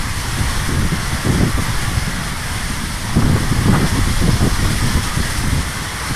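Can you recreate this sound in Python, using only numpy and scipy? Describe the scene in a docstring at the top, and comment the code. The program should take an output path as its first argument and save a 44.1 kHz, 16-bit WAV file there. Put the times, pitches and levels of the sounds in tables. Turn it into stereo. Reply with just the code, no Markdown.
"""Gusts of a hurricane buffet the two microphone ports of a hand-held camera: noise played louder and
faster as the pressure rises, with swings of pressure for thumps and slaps, and bursts of torn flow.
Behind them a line of palms roars and rain hisses: noise shaped in time and frequency at each port.
Tiny ticks make the nearer drops, one band of noise a flick of spray; the loudest peaks round off."""
import sys
import numpy as np
from scipy import signal
from scipy.fft import rfft, irfft
from scipy.io import wavfile
from scipy.ndimage import uniform_filter1d

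SR = 44100
rng = np.random.default_rng(int(sys.argv[2]) if len(sys.argv) > 2 else 0)


def inscribe(sig):
    """Save sig as 16-bit PCM at rate SR to the path in sys.argv[1].

    A 1-D sig is mono; a 2-D sig holds one channel per row.
    Samples are clipped to [-1, 1] before scaling.
    """
    pcm = np.round(np.clip(np.atleast_2d(sig).T, -1, 1) * 32767)
    wavfile.write(sys.argv[1], SR, pcm.astype(np.int16))


N = 271215
TIME_S = np.arange(N) / SR
HZ = np.fft.rfftfreq(N, 1 / SR)

# roar of the trees, used about its mean: (time [s], level [dB])
ROAR = [(0.0, -26.5), (0.52, -24), (0.84, -26), (1.26, -24), (2.6, -25.5), (2.95, -27.5), (3.25, -25.5),
        (3.48, -25), (3.86, -23.5), (4.4, -26), (4.7, -24), (5.14, -24), (5.58, -26.5), (6.15, -24.5)]
# slow swell of the rain: (time [s], level [dB])
HISS = [(0.0, -28), (0.22, -25.5), (0.62, -25), (0.9, -27.5), (1.1, -26), (2.05, -26.5), (2.25, -27.4),
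        (2.65, -26.5), (3.12, -27.5), (3.55, -26), (4.0, -24.8), (4.62, -25), (4.9, -24), (5.3, -24),
        (5.42, -25), (5.7, -26.8), (5.9, -26.5), (6.15, -25.5)]
# sheets of rain that swell out of the hiss: (time [s], rise [dB])
SHEETS = [(1.05, 0.5), (1.33, 2), (1.63, 2), (1.83, 1.5), (2.06, 1.5), (2.68, 0), (3.89, 3), (4.19, 0),
          (4.72, 1.5), (4.88, 1), (5.04, 1), (5.22, 0)]
# colour of trees and rain at each port: (frequency [Hz], relative density [dB])
LEFT_WASH = [(100, -6), (350, -17), (600, -8.5), (1170, -2), (1290, -5), (1830, -0.8), (2070, -1.7),
             (2510, -9.5), (3340, -6), (3680, -10.5), (5380, -5.5), (6730, -14), (6940, -17), (8950, -26),
             (10170, -24.5), (10840, -27.5), (14200, -33)]
RIGHT_WASH = [(100, -17), (350, -5), (600, -6), (1170, -2.5), (1330, -4), (1660, -4), (1950, -1.4),
              (2510, -9.5), (3450, -10.5), (3920, -11.5), (4310, -14.5), (5050, -13.5), (6110, -12),
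              (6940, -14), (8950, -8), (9850, -8), (14200, -23)]
# narrow resonances of both ports: (frequency [Hz], width [Hz], rise [dB])
PORT_RINGS = [(1170, 57, 0.2), (3400, 160, 1.6), (4280, 63, 4)]
# likeness of the wash at the two ports: (frequency [Hz], correlation [-1..1])
LIKENESS = [(360, -0.8), (500, 0.06), (680, -0.26), (900, 0.29), (1400, 0.34), (1900, 0.08), (2500, -0.23),
            (3300, 0.18), (4500, -0.013)]
# strength of the wind around the camera: (time [s], level before trims [dB])
WIND = [(0.0, -23), (0.28, -29), (0.44, -20), (0.95, -21.5), (1.42, -31), (1.55, -21), (1.66, -23),
        (1.86, -21), (2.35, -30), (2.7, -26.5), (3.08, -25), (3.22, -19.5), (3.46, -24), (3.66, -20.5),
        (4.95, -19.5), (5.07, -24), (5.58, -19.5), (5.66, -31), (5.98, -38), (6.15, -27)]
# heaving air: (frequency [Hz], relative density [dB])
HEAVE_SPECTRUM = [(1, -20), (4, 4), (35, 1.5), (60, -5), (110, -25), (400, -50), (2000, -100)]
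# small eddies in a moderate gust: (frequency [Hz], relative density [dB])
EDDY_SPECTRUM = [(15, -17), (55, -6.5), (105, 0), (240, -7), (440, -14), (800, -28), (1800, -47),
                 (6000, -85)]
# gusts that strike the ports: (start [s], length [s], windward pressure [dB], left-right [dB])
GUSTS = [(0.369, 0.07, -21, 0), (0.682, 0.18, -18.5, -2), (0.92, 0.025, -17, -1), (1.116, 0.037, -21, -2),
         (1.252, 0.055, -12, 10), (1.319, 0.17, -14.5, 9), (1.401, 0.04, -10, 12),
         (1.575, 0.017, -12.5, 14), (1.679, 0.03, -19, -9), (1.912, 0.023, -19, -8),
         (1.968, 0.018, -17, 10), (2.068, 0.022, -19, -7), (2.809, 0.046, -23, 2), (3.161, 0.034, -8.5, 18),
         (3.216, 0.16, -12.5, 12), (3.402, 0.054, -17, 8), (3.508, 0.021, -12, -15), (3.551, 0.089, -19, 2),
         (3.656, 0.2, -13.5, 12), (3.679, 0.0201, -5, 14), (3.73, 0.035, -9, 13.5), (3.829, 0.023, -10, 13),
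         (3.924, 0.082, -15.5, 7.5), (4.06, 0.048, -17, 9), (4.216, 0.045, -12.5, 12.5),
         (4.276, 0.022, -8.5, 15), (4.324, 0.044, -20, 2), (4.415, 0.06, -11, 15), (4.58, 0.17, -19, -2),
         (4.82, 0.077, -17.5, 3), (4.94, 0.05, -15.5, 9), (5.165, 0.039, -18, 4.5),
         (5.434, 0.051, -18.5, 5), (5.518, 0.085, -19.5, 1), (6.094, 0.029, -19, 5.5)]
# large eddies landing as round thumps: (centre [s], peak before trim [dB], pitch [Hz])
THUMPS = [(0.413, -16, 79), (0.474, -12, 68), (0.735, -16, 78), (0.844, -11, 93), (0.942, -15.5, 95),
          (1.258, -11, 96), (1.304, -8, 130), (1.434, -6, 135), (1.548, -4.5, 54), (1.721, -15, 66.1),
          (1.883, -9, 104.4), (1.978, -10, 115), (2.08, -11, 120.2), (2.455, -17, 130), (3.168, -11, 118),
          (3.25, -2.5, 81), (3.35, -0.5, 103), (3.529, -11, 80.66), (3.59, -7, 92.86), (3.656, -7, 95),
          (3.732, 1, 126), (3.834, -10, 123), (3.93, -8, 82.7), (3.983, -11, 98), (4.019, -12, 90.66),
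          (4.11, -11, 71), (4.213, -7, 81.13), (4.34, -7, 95.1), (4.412, -6, 82.93), (4.469, -6.5, 96.2),
          (4.699, -12, 68.02), (4.961, -5.5, 62), (5.173, -5.5, 97.35), (5.203, -18, 95.7),
          (5.386, -10, 66), (5.528, -8, 87.1), (5.587, -10.5, 82.73)]
# sharp eddies that slap a port: (time [s], peak before trim [dB], left-right [dB], only its sign is used)
SLAPS = [(0.692, -11, -1), (0.843, -23, -2), (0.94, -22, -2), (1.3, -17, 4), (1.437, -12, 5.0),
         (1.489, -21, 4), (2.455, -20, -1.0), (3.159, -16, 3), (3.221, -12, 7), (3.281, -9.5, 5.5),
         (3.295, -15, 4.5), (3.361, -9, 5.5), (3.58, -19, 3.0), (3.656, -8, 3.0), (3.728, -6, 6.0),
         (4.21, -17, 5.0), (4.289, -23, 3.5), (4.406, -11.5, 9), (4.464, -13, 4.0), (4.651, -10.5, -9),
         (5.172, -25, 2), (5.579, -14, 4.0)]
# torn flow on the left port: (centre [s], half length [s], level [dB], upper edge [Hz])
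TEARS = [(0.936, 0.0073, -21, 450), (1.285, 0.025, -20, 420), (1.433, 0.022, -17, 524),
         (1.588, 0.0054, -15, 500), (3.188, 0.006, -23, 1600), (3.226, 0.0062, -18, 1400),
         (3.295, 0.02, -23, 900), (3.68, 0.025, -24, 1100), (3.749, 0.013, -10.3, 1600),
         (3.84, 0.028, -21, 1000), (4.284, 0.012, -12.5, 480), (4.43, 0.008, -18, 1198),
         (4.46, 0.016, -14, 540)]

WASH_DB, MODERATE_DB, EDGE_HZ = -22, -20, 14330
GUST_RISE_S, GUST_FALL_S, SHEET_S = 0.01208, 0.013, 0.019
# eddies between gusts: level in a moderate wind, gain in dB per dB of wind
BREEZE_DB, BREEZE_FOLLOW = -25.8, 0.31


def gain_of(db):
    """Decibels to an amplitude factor."""
    return 10 ** (np.asarray(db) / 20)


def evened(x):
    """Scales to rms 1."""
    return x / np.sqrt(np.mean(x ** 2) + 1e-20)


def steadied(x, size_samples):
    """Holds the running rms near 1."""
    return x / np.sqrt(uniform_filter1d(x ** 2, size_samples, mode="wrap"))


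def read(points, hz):
    """Interpolates a spectrum on a log-frequency axis."""
    f, value = np.transpose(points)
    return np.interp(np.log(hz + 1), np.log(f + 1), value)


def follow(rows, t_s):
    """Interpolates a curve in time."""
    return np.interp(t_s, *np.transpose(rows))


def coloured(gain):
    """Noise of rms 1 with the given gain at each frequency."""
    return evened(irfft(rfft(rng.standard_normal(N)) * gain, N))


def flutter(hz):
    """Random wavering of rms 1, up to about the given rate."""
    return coloured(1 / (1 + (HZ / hz) ** 4))


def patches(shape, frames, bins):
    """Random blotches of rms 1 over time and frequency."""
    noise = rng.standard_normal(shape)
    noise = uniform_filter1d(noise, frames, axis=1)
    return evened(uniform_filter1d(noise, bins, axis=2))


def add(mix, start_s, sound):
    """Mixes a two-port sound in from start_s, cut at the end of the mix."""
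    part = mix[:, max(round(start_s * SR), 0):][:, :sound.shape[-1]]
    part += sound[:, :part.shape[-1]]


def rainfall(t_s):
    """Rain level in dB: slow swell plus each passing sheet."""
    sheets = sum(db * np.exp(-((t_s - s) / SHEET_S) ** 2) for s, db in SHEETS)
    return follow(HISS, t_s) + sheets


def wash(moan_db=2.5, patch_db=1.0, sheet_db=0.56, sheet_hz=16):
    """Thrashing trees with fleeting moans below; rain in sheets and patches above."""
    hz = np.fft.rfftfreq(1024, 1 / SR)
    t_s = np.arange(N // 256 + 5) * 256 / SR
    a, b, c, d = rng.standard_normal((4, len(t_s), len(hz)))
    same = np.clip(read(LIKENESS, hz), -1, 1)
    left = a + 1j * b
    right = same * left + np.sqrt(1 - same ** 2) * (c + 1j * d)
    z = np.array([left, right])

    roar_db, hiss_db = follow(ROAR, t_s), rainfall(t_s)
    sheets_db = sheet_db * np.interp(t_s, TIME_S, flutter(sheet_hz))
    moans = patches(z.shape, 22, 2)  # long and narrow in pitch
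    showers = patches(z.shape, 12, 14)  # shorter and broader
    trees_db = (roar_db - roar_db.mean())[:, None] + moan_db * moans
    rain_db = (hiss_db - hiss_db.mean() + sheets_db)[:, None] + patch_db * showers

    rain_share = read([(2000, 0.0084), (3600, 0.99)], hz)
    colour_db = np.array([read(LEFT_WASH, hz), read(RIGHT_WASH, hz)])[:, None]
    colour_db = colour_db + sum(db * np.exp(-((hz - f) / width) ** 2) for f, width, db in PORT_RINGS)
    z *= gain_of(colour_db + (1 - rain_share) * trees_db + rain_share * rain_db)
    sound = signal.istft(z.swapaxes(1, 2), nperseg=1024, noverlap=768)[1][:, :N]
    return gain_of(WASH_DB) * evened(sound)


def drops(per_s=500, spread_db=4.0, below_rain_db=-13, low_hz=2200, splash_s=0.00097):
    """Nearer drops burst as decaying noise ticks, independent at each port."""
    t_s, ports = np.arange(300) / SR, []
    for colour in (LEFT_WASH, RIGHT_WASH):
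        strength_db = spread_db * np.minimum(rng.exponential(1, N), 4.5)
        hits = (rng.random(N) < per_s / SR) * gain_of(strength_db)
        envelope = signal.oaconvolve(hits, np.exp(-t_s / splash_s))[:N]
        ticks = envelope * rng.standard_normal(N)
        high_pass = HZ ** 2 / (HZ ** 2 + low_hz ** 2)
        ports.append(irfft(rfft(ticks) * gain_of(read(colour, HZ)) * high_pass, N))
    return evened(np.array(ports)) * gain_of(rainfall(TIME_S) + below_rain_db)


def spray(start_s=4.308, rise_s=0.009, hz=5100, width_hz=420, db=-24.0):
    """One swish of band noise, mostly left, like a flick of spray close by."""
    u = np.maximum(TIME_S - start_s, 0) / rise_s
    fizz = coloured(np.exp(-((HZ - hz) / width_hz) ** 2 / 2))
    return np.outer([1, .2], gain_of(db) * u * np.exp(1 - u) * fizz)


def heave(trim_db=-0.5, lurch_db=1.5, lurch_hz=7, size_samples=8000):
    """Air heaves around the whole camera: low rumble in uneven lurches, alike at both ports."""
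    rumble = steadied(coloured(gain_of(read(HEAVE_SPECTRUM, HZ))), size_samples)
    return rumble * gain_of(follow(WIND, TIME_S) + trim_db + lurch_db * flutter(lurch_hz))


def tears(flap_db=2.5, flap_hz=170, low_hz=330, size_samples=900):
    """Flow breaks away from the left port in a broad, quickly flapping roar."""
    flaps, left = gain_of(flap_db * flutter(flap_hz)), np.zeros(N)
    for s, half_s, db, top_hz in TEARS:
        band = HZ ** 3 / (HZ ** 3 + low_hz ** 3) / (1 + (HZ / top_hz) ** 5)
        roar = steadied(coloured(band) * flaps, size_samples)
        left += roar * gain_of(db) * np.exp(-((TIME_S - s) / half_s) ** 2 / 2)
    return np.outer([1, 0], left)


def slaps(trim_db=2, core_s=0.00053, swirl=0.67, swirl_s=0.0071, swirl_hz=900):
    """A tight vortex crosses a port: one swing of pressure and a brief ragged wake."""
    ports, t_s = np.zeros((2, N)), np.arange(1500) / SR
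    u = t_s / core_s - 4  # the core passes 4 core times in
    swing = u * np.exp((1 - u ** 2) / 2)
    band = signal.butter(2, [swirl_hz / 3, swirl_hz], "band", fs=SR, output="sos")
    for s, db, pan in SLAPS:
        wake = evened(signal.sosfilt(band, rng.standard_normal(len(t_s)))) * np.exp(-t_s / swirl_s)
        add(ports, s, np.outer([pan > 0, pan <= 0], gain_of(db + trim_db) * (swing + swirl * wake)))
    return ports


def thump(db, hz, turn, cycles=0.66):
    """One large eddy: pressure swings to and fro once or twice, centred in the result."""
    u = np.arange(-2500, 2500) / SR * hz
    return gain_of(db) * np.exp(-(u / cycles) ** 2) * np.cos(2 * np.pi * (u + turn))


def thumps(trim_db=-1.8, puffs_per_s=11, puff_db=-19.0, puff_follow=0.56, puff_spread_db=1.5,
           puff_hz=115):
    """Big eddies land on the left port; small puffs hit either port at random."""
    ports = np.zeros((2, N))
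    for (s, db, hz), turn in zip(THUMPS, rng.random(len(THUMPS))):
        sound = thump(db + trim_db, hz, turn)
        add(ports, s - len(sound) / 2 / SR, np.outer([1, 0], sound))
    for k, (when, strength, pitch, turn, side) in enumerate(rng.random((100, 5))):
        s = (k + when) / puffs_per_s
        wind_db = puff_follow * (follow(WIND, s) - MODERATE_DB)
        db = puff_db + wind_db + puff_spread_db * (2 * strength - 1)
        sound = thump(db, puff_hz * 2 ** (pitch - .5), turn)
        add(ports, s - len(sound) / 2 / SR, np.outer([side < .5, side >= .5], sound))
    return ports


def pressure(side, breeze_db=0.0, restless_db=2.0, restless_hz=20):
    """dB on one port (side +1 left, -1 right): restless breeze, and gusts that rise, hold and die."""
    breeze = BREEZE_DB + breeze_db + BREEZE_FOLLOW * (follow(WIND, TIME_S) - MODERATE_DB)
    push = gain_of(breeze + restless_db * flutter(restless_hz))
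    for start_s, length_s, db, pan_db in GUSTS:
        rise = np.clip((TIME_S - start_s) / GUST_RISE_S + .5, 0, 1)
        fall = np.exp(-np.clip((TIME_S - start_s - length_s) / GUST_FALL_S, 0, 20))
        lee_db = min(side * pan_db, 0)
        push = np.maximum(push, gain_of(db + lee_db) * rise * fall)
    return 20 * np.log10(push)


def buffet(gust_db, trim_db, large_hz=105, large_db=-8, stir_db=1.56, doubling_db=20,
           size_samples=1900):
    """Large eddies thump on a port and carry small ones past, louder and faster with pressure."""
    large = steadied(coloured(HZ / (1 + (HZ / large_hz) ** 4)), size_samples)
    small = steadied(coloured(gain_of(read(EDDY_SPECTRUM, HZ))), size_samples)
    stir = (large + flutter(large_hz / 2)) / np.sqrt(2)
    push_db = gust_db + stir_db * (stir - uniform_filter1d(stir, size_samples))
    speed = 2 ** ((push_db - MODERATE_DB) / doubling_db)
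    swept = np.interp(np.cumsum(speed) % N, np.arange(N), small)  # noise read at that speed
    return gain_of(push_db + trim_db) * swept + gain_of(gust_db + large_db) * large


def wind(leak_s=0.00055, leak_hz=370, leak_db=-1.03):
    """Each port's buffeting also reaches the other channel, late and dull; the heave is common."""
    left = buffet(pressure(1, breeze_db=-0.14), trim_db=0.38, large_db=-11.5)
    right = buffet(pressure(-1), trim_db=1.0, large_db=-13.5)
    ports = np.array([left, right]) + slaps() + thumps() + tears()
    delay = np.exp(-2j * np.pi * HZ * leak_s)
    leak = gain_of(leak_db) * delay / (1 + 1j * HZ / leak_hz)
    return ports + irfft(rfft(ports[::-1]) * leak, N) + heave()


def scene():
    """Storm roar, rain and spray under the wind on the ports."""
    return wash() + drops() + spray() + wind()


def record(dry, ceiling=0.83):
    """Peaks round off against the microphone's ceiling; then a low-pass sets the band limit."""
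    squashed = dry / (1 + (dry / ceiling) ** 4) ** (1 / 4)
    low_pass = signal.firwin(1023, EDGE_HZ, window=("kaiser", 9), fs=SR)
    return signal.oaconvolve(squashed, low_pass[None], "same", axes=1)


dry = scene()
out = record(dry)
inscribe(out)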